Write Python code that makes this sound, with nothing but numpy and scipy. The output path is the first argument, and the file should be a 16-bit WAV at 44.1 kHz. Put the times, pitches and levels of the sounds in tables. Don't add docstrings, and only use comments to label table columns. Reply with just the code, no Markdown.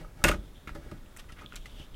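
import sys
import numpy as np
from scipy import signal
from scipy.io import wavfile
from scipy.ndimage import uniform_filter1d

SR = 44100
rng = np.random.default_rng(int(sys.argv[2]) if len(sys.argv) > 2 else 0)


def wrap_up_sound(samples):
    columns = np.atleast_2d(samples).T
    tamed = np.clip(columns, -1, 1)
    steps = np.round(tamed * 32767).astype(np.int16)
    wavfile.write(sys.argv[1], SR, steps)


def field_ratio(decibels):
    return 10 ** (np.asarray(decibels, dtype=float) / 20)


N = 85995

# frequency in Hz, level in dB.
SCRATCH_SPECTRUM = [(2000, -0.5), (2800, 11), (3600, 5), (5500, 0.5), (8000, -5.5), (12000, -8),
                    (17000, -32.5)]


def evened(x):
    return x / np.sqrt(np.mean(x ** 2) + 1e-20)


def read(points, hz):
    f, value = np.transpose(points)
    return np.interp(np.log(hz + 1), np.log(f + 1), value)


def along(curve):
    return field_ratio(np.interp(np.arange(N) / SR, *np.transpose(curve)))


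def add(mix, s, sound):
    part = mix[round(s * SR):][:len(sound)]
    part += sound[:len(part)]


def ring(modes, weight_db):
    t = np.arange(12000)[:, None] / SR
    hz, db, t60 = np.transpose(modes)
    envelope = field_ratio(db + weight_db - 60 * t / t60)
    x = (envelope * np.sin(2 * np.pi * hz * t)).sum(1)
    return x / np.linalg.norm(x)


def causal(points):
    spectrum_db = read([(0.76, -37)] + points, np.fft.rfftfreq(1024, 1 / SR))
    half = np.log(field_ratio(spectrum_db))
    log_gain = np.r_[half, half[-2:0:-1]]
    phase = -signal.hilbert(log_gain).imag
    x = np.fft.ifft(np.exp(log_gain + 1j * phase)).real[:512]
    return x / np.linalg.norm(x)


def clicks(shape, share, spread_db):
    size = field_ratio(spread_db * np.minimum(rng.exponential(1, shape), 4))
    sign = rng.choice([-1., 1.], shape)
    return size * sign * (rng.random(shape) < share)


def floor():
    # frequency in Hz, level in dB per Hz.
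    floor_spectrum = [(12, -21), (20, 7.5), (61, -5.5), (607, -24), (698, -27.5), (1330, -29.5),
                      (1760, -31), (3160, -38.5), (16000, -44.5)]
    frames, hz = N // 512 + 5, np.fft.rfftfreq(2048, 1 / SR)
    a, b, patches = rng.standard_normal((frames, 1025, 3)).T
    patches = uniform_filter1d(patches, size=24, axis=0)
    patches = evened(uniform_filter1d(patches, size=6, axis=1))
    z = (a + 1j * b) * field_ratio(read(floor_spectrum, hz)[:, None] + 1.0 * patches)
    noise = signal.istft(z, nperseg=2048, noverlap=1536)[1][:N]
    return field_ratio(-45.5) * evened(noise)


def room(x):
    # frequency in Hz, t60 in seconds.
    room_decay = [(100, 0.69), (500, 0.18), (2000, 0.11), (8000, 0.15), (16000, 0.1)]
    echoes, starts = np.zeros(SR // 2), np.arange(120, SR // 2 - 20, 20)
    echoes[starts + rng.integers(0, 20, len(starts))] = rng.choice([-1., 1.], len(starts))
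    hz, t, z = signal.stft(echoes, SR, nperseg=256)
    decay = field_ratio(-60 * t / read(room_decay, hz)[:, None])
    tail = signal.istft(z * decay, SR, nperseg=256)[1]
    return signal.fftconvolve(x, tail / np.linalg.norm(tail))[:N]


def table():
    # start in seconds, level in dB, hardness in Hz.
    blows = [(0.241, -21.5, 300), (0.269, -23.5, 202), (.292, -23.5, 149), (0.318, -30.5, 200),
             (0.353, -31, 106), (0.675, -36.5, 300), (0.711, -38, 100), (0.752, -40.5, 405),
             (0.787, -38.5, 151), (0.863, -44, 195), (.923, -40.5, 350), (0.9457, -41, 300),
             (1.325, -42.5, 152), (1.447, -39.5, 199), (1.801, -39, 213), (.385, -34.5, 70)]
    # mode frequency in Hz, level in dB, t60 in seconds.
    table_modes = [(45.2, -10, 0.72), (54, 0, 0.087), (64.3, -2.5, 0.12), (86, -4, 0.091),
                   (137.4, -2, 0.12), (186, -9.5, 0.46), (225.5, 0, 0.036), (300, -1, 0.092)]
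    out, hz = np.zeros(N), np.transpose(table_modes)[0]
    for s, db, hard_hz in blows:
        softness_db = -10 * np.log10(1 + (hz / hard_hz) ** 4)
        add(out, s, field_ratio(db + 27) * ring(table_modes, softness_db))
    return out


def glide():
    # time in seconds, speed in dB.
    glide_speed = [(0, -110), (.3, -68), (.45, -71), (.52, -73.5), (.58, -67.5), (.7, -77.5), (1.1, -74.5),
                   (1.45, -72.5), (1.51, -67.5), (1.6, -68), (1.67, -65.5), (1.73, -62), (1.8, -58),
                   (1.85, -61.5), (1.88, -74), (1.95, -70)]
    grit_hz, width_hz, sag_hz = 3500, 740, 450
    load = along(glide_speed)
    pitch_hz = grit_hz - sag_hz * load / load.max()
    turn = np.exp(2j * np.pi * np.cumsum(pitch_hz) / SR)
    band = signal.butter(2, width_hz / 2, fs=SR, output="sos")
    flicker = field_ratio(1.5 * evened(uniform_filter1d(rng.standard_normal(N), size=600)))
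    grit = clicks(N, 0.26, 1.5) * flicker
    resonance = evened((turn * signal.sosfilt(band, grit / turn)).real)
    hiss = field_ratio(-1.5) * evened(np.convolve(grit, causal(SCRATCH_SPECTRUM))[:N])
    return (resonance + hiss) * load


def card(colour_hz, crack_db, width_oct, crack):
    # mode frequency in Hz, level in dB, t60 in seconds.
    card_modes = [(362, 9, 0.039), (446, -6, 0.049), (592, 5.5, 0.033), (822, 2.5, 0.021),
                  (1270, -1.5, 0.15), (1467, -3, 0.057), (1646, 1.5, 0.031), (1883, 5, 0.017),
                  (2124, 4, 0.023), (2264, 0, 0.031), (2500, 6, 0.021), (2770, 6.5, 0.018),
                  (3150, 5.5, 0.0093), (3500, -1, 0.0082)]
    hand_t60, bend = 0.055, 0.02
    hz, db, t60 = np.transpose(card_modes)
    bent_hz = hz * (1 + bend * rng.standard_normal(len(hz)))
    modes = np.transpose([bent_hz, db, np.minimum(t60, hand_t60)])
    octaves = np.log2(hz / colour_hz) / width_oct
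    fibres = np.pad(causal(crack), (0, 11488)) * field_ratio(crack_db + 12.0)
    return 4.0 * ring(modes, -6.0 * octaves ** 2) + fibres


def contacts(rows, width_oct, crack, first, soft=False):
    out, t = np.zeros(N), np.arange(6000) / SR
    flurries = clicks((len(rows), 6000), .3, 2.2)
    for (s, db, hz, crack_db, length), flurry in zip(rows, flurries):
        push = (flurry + first * (t == 0)) * np.exp(-t / length)
        if soft:
            push = push * t
        push = push / np.linalg.norm(push)
        answer = card(hz, crack_db, width_oct, crack)
        add(out, s, field_ratio(db) * signal.fftconvolve(push, answer))
    return out


def rub():
    # time in seconds, pressure in dB.
    rub_pressure = [(0, -50), (.07, -64), (.13, -72.5), (.2, -54.5), (.235, -60), (.36, -58), (.45, -77),
                    (.66, -78), (.72, -62), (.8, -61.5), (.9, -57.5), (1, -68), (1.35, -75), (1.39, -69),
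                    (1.45, -67), (1.6, -86), (1.8, -57), (1.95, -82)]
    # lid mode frequency in Hz, level in dB, t60 in seconds.
    lid_modes = [(163, -1, 0.094), (325, -1.5, 0.05), (530, -11, 0.056), (780, -8, 0.042)]
    slips_per_s, spread_db, lift_s = 5000, 3.0, 0.28
    slips = evened(clicks(N, slips_per_s / SR, spread_db)) * along(rub_pressure)
    lid = signal.fftconvolve(slips[:round(lift_s * SR)], ring(lid_modes, 0) * field_ratio(2))
    answer = card(950, -9, 1.0, SCRATCH_SPECTRUM) / 3.24
    out = signal.fftconvolve(slips, answer)[:N]
    add(out, 0, lid)
    return out


def ticks():
    # start in seconds, level in dB, pitch in Hz, t60 in seconds.
    tick_rows = [(0.0478, -52, 1278, 0.063), (0.2193, -52.5, 1308, 0.053), (.2416, -28, 2287, 0.041),
                 (0.2431, -27, 1456, 0.11), (.2491, -33, 597, 0.11), (0.3143, -32.5, 1284, 0.06),
                 (.5581, -56.2, 3220, .012), (.6738, -41.5, 1346, 0.022), (.6743, -49.5, 2105, 0.029),
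                 (0.6925, -43, 1350, 0.027), (0.7523, -53.5, 1277, 0.07), (0.7535, -51.5, 329, 0.13),
                 (.7532, -53, 579, 0.21), (.7533, -55, 807, 0.095), (.7534, -52.5, 440, 0.092),
                 (.8641, -54, 476, 0.061), (0.9153, -46, 1280, 0.014), (0.9245, -49, 204, .09),
                 (1.0608, -54, 2761, .006), (1.1643, -62, 1336, 0.075), (1.3011, -54.5, 1327, 0.063),
                 (1.4203, -49.5, 1290, 0.033), (1.4385, -58, 1260, 0.088), (1.4616, -39, 3410, 0.008),
                 (1.5231, -44, 1410, .018), (1.5577, -49, 1470, 0.017), (1.6571, -47.5, 2023, 0.029),
                 (1.6961, -55, 3560, .013), (1.8033, -52.5, 3040, 0.024), (1.9441, -49.5, 3140, 0.01),
                 (.2425, -27, 1900, .03), (.2465, -25, 2084, 0.022), (.2775, -31, 2220, 0.013),
                 (1.1652, -54, 1950, 0.026), (1.5572, -50, 3770, .008), (1.5633, -50, 3830, .025)]
    out, t = np.zeros(N), np.arange(3000) / SR
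    for s, db, hz, t60 in tick_rows:
        envelope = field_ratio(db + 9 - 60 * t / t60) * (1 - np.exp(-t / 0.00019))
        add(out, s, envelope * np.sin(2 * np.pi * hz * t))
    return out


def scuffs():
    # start in seconds, level in dB, colour in Hz, crack in dB against the ring, length in seconds.
    scuff_rows = [(.256, -14, 1450, -2, 0.018), (.32, -40, 1510, 6.5, 0.0098),
                  (.33, -25.5, 560, -45, 0.0081), (.86, -63, 1400, -9, 0.025),
                  (1.183, -38.5, 1930, 3.5, 0.0082), (1.192, -37.5, 2600, 2.5, 0.0046),
                  (1.285, -37.5, 2300, -6, 0.0097), (1.361, -35.5, 1690, -18, 0.016),
                  (1.382, -37, 2390, -12, 0.008), (1.394, -41, 2500, -6, 0.0057),
                  (1.408, -34, 1770, -8.5, 0.0079), (1.411, -34.5, 650, -25, 0.013),
                  (1.435, -40.5, 1270, -30, 0.0074)]
    return contacts(scuff_rows, 0.66, SCRATCH_SPECTRUM, 0, soft=True)


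def taps():
    # start in seconds, level in dB, colour in Hz, crack in dB against the ring, length in seconds.
    tap_rows = [(.6925, -34, 1730, -10, 0.004), (.698, -37, 2160, -11, 0.0065),
                (.7485, -31, 1300, -5.5, 0.017), (.7525, -37, 450, -32, 0.016),
                (.7575, -44, 700, -24, .002), (.7615, -45, 500, -27, 0.0017),
                (.7685, -54, 600, -22, 0.0024), (.9135, -37, 1880, -3.5, 0.006),
                (.9185, -29.5, 550, -36, 0.0057), (.923, -45.5, 450, -25, 0.0016),
                (.9275, -50, 1100, -15, .003), (1.241, -45.5, 1440, -22, 0.0045),
                (1.3215, -40, 2500, 2.5, 0.0059), (1.523, -37.5, 1500, -19, 0.001),
                (1.5295, -40, 1500, -7, 0.0029), (1.5325, -42, 2200, -7, 0.00092),
                (1.5385, -34.5, 1440, -21, 0.0011), (1.545, -40, 2400, -7, .004),
                (1.5625, -38, 2300, 5.5, 0.00052), (1.564, -41, 3500, 6, 0.0064),
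                (1.5712, -42, 2770, -4, 0.0017), (1.575, -49, 2500, -2, .008),
                (1.6568, -39, 2160, 4, 0.011)]
    return contacts(tap_rows, 0.76, SCRATCH_SPECTRUM, 1.0)


def snap():
    # start in seconds, level in dB, colour in Hz, crack in dB against the ring, length in seconds.
    snap_rows = [(.2398, -14, 1830, -3, 0.00061), (.2408, -6, 2150, -4, 0.0014),
                 (.2445, -5, 1650, -13, 0.0055), (.2525, -9.5, 650, -14, 0.0038),
                 (.264, -25, 1500, -12, 0.0024), (.2715, -24, 2300, -4, 0.0018),
                 (.2775, -22, 2300, -11, 0.0024), (.2832, -13, 1660, -7.5, 0.0014),
                 (.2925, -14, 2280, -20, 0.0019), (.3245, -26, 1700, -25, .003),
                 (.3435, -30.5, 1520, -24, 0.0029), (.2875, -9.5, 1890, -10, 0.0034),
                 (.2955, -11, 726, -26, 0.0042), (.3135, -16.5, 1260, -13, 0.0061),
                 (.337, -27, 1320, -31, 0.0022), (.6738, -32.5, 1940, -15, 0.0029),
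                 (.6775, -31, 2200, -17, 0.009), (1.164, -41.5, 2010, 0, 0.01),
                 (1.1715, -42, 1860, 5, 0.003), (1.5573, -37.5, 1660, 4, 0.0047)]
    # frequency in Hz, level in dB.
    fibre_spectrum = [(2500, -35), (4400, -7), (5600, 6.5), (6800, 18), (8000, 14), (11500, 7.5),
                      (15000, 5.5), (17000, -36)]
    return contacts(snap_rows, 0.64, fibre_spectrum, 1.54)


def scene():
    near = snap() + taps() + ticks() + scuffs() + rub() + glide()
    return (near + field_ratio(-11.5) * room(near) + table() + floor())[None]


def low_pass(x):
    return signal.sosfilt(signal.butter(12, 16850, fs=SR, output="sos"), x)


def record(dry):
    limit, edge_hz = 0.62, 16100
    x = signal.sosfilt(signal.butter(2, 14, "high", fs=SR, output="sos"), dry)
    x = limit * np.tanh(x / limit)
    lowpass = signal.firwin(255, edge_hz, window=("kaiser", 4), fs=SR)
    x = signal.oaconvolve(x, lowpass[None], "same")
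    return low_pass(x)


dry = scene()
out = record(dry)
wrap_up_sound(out)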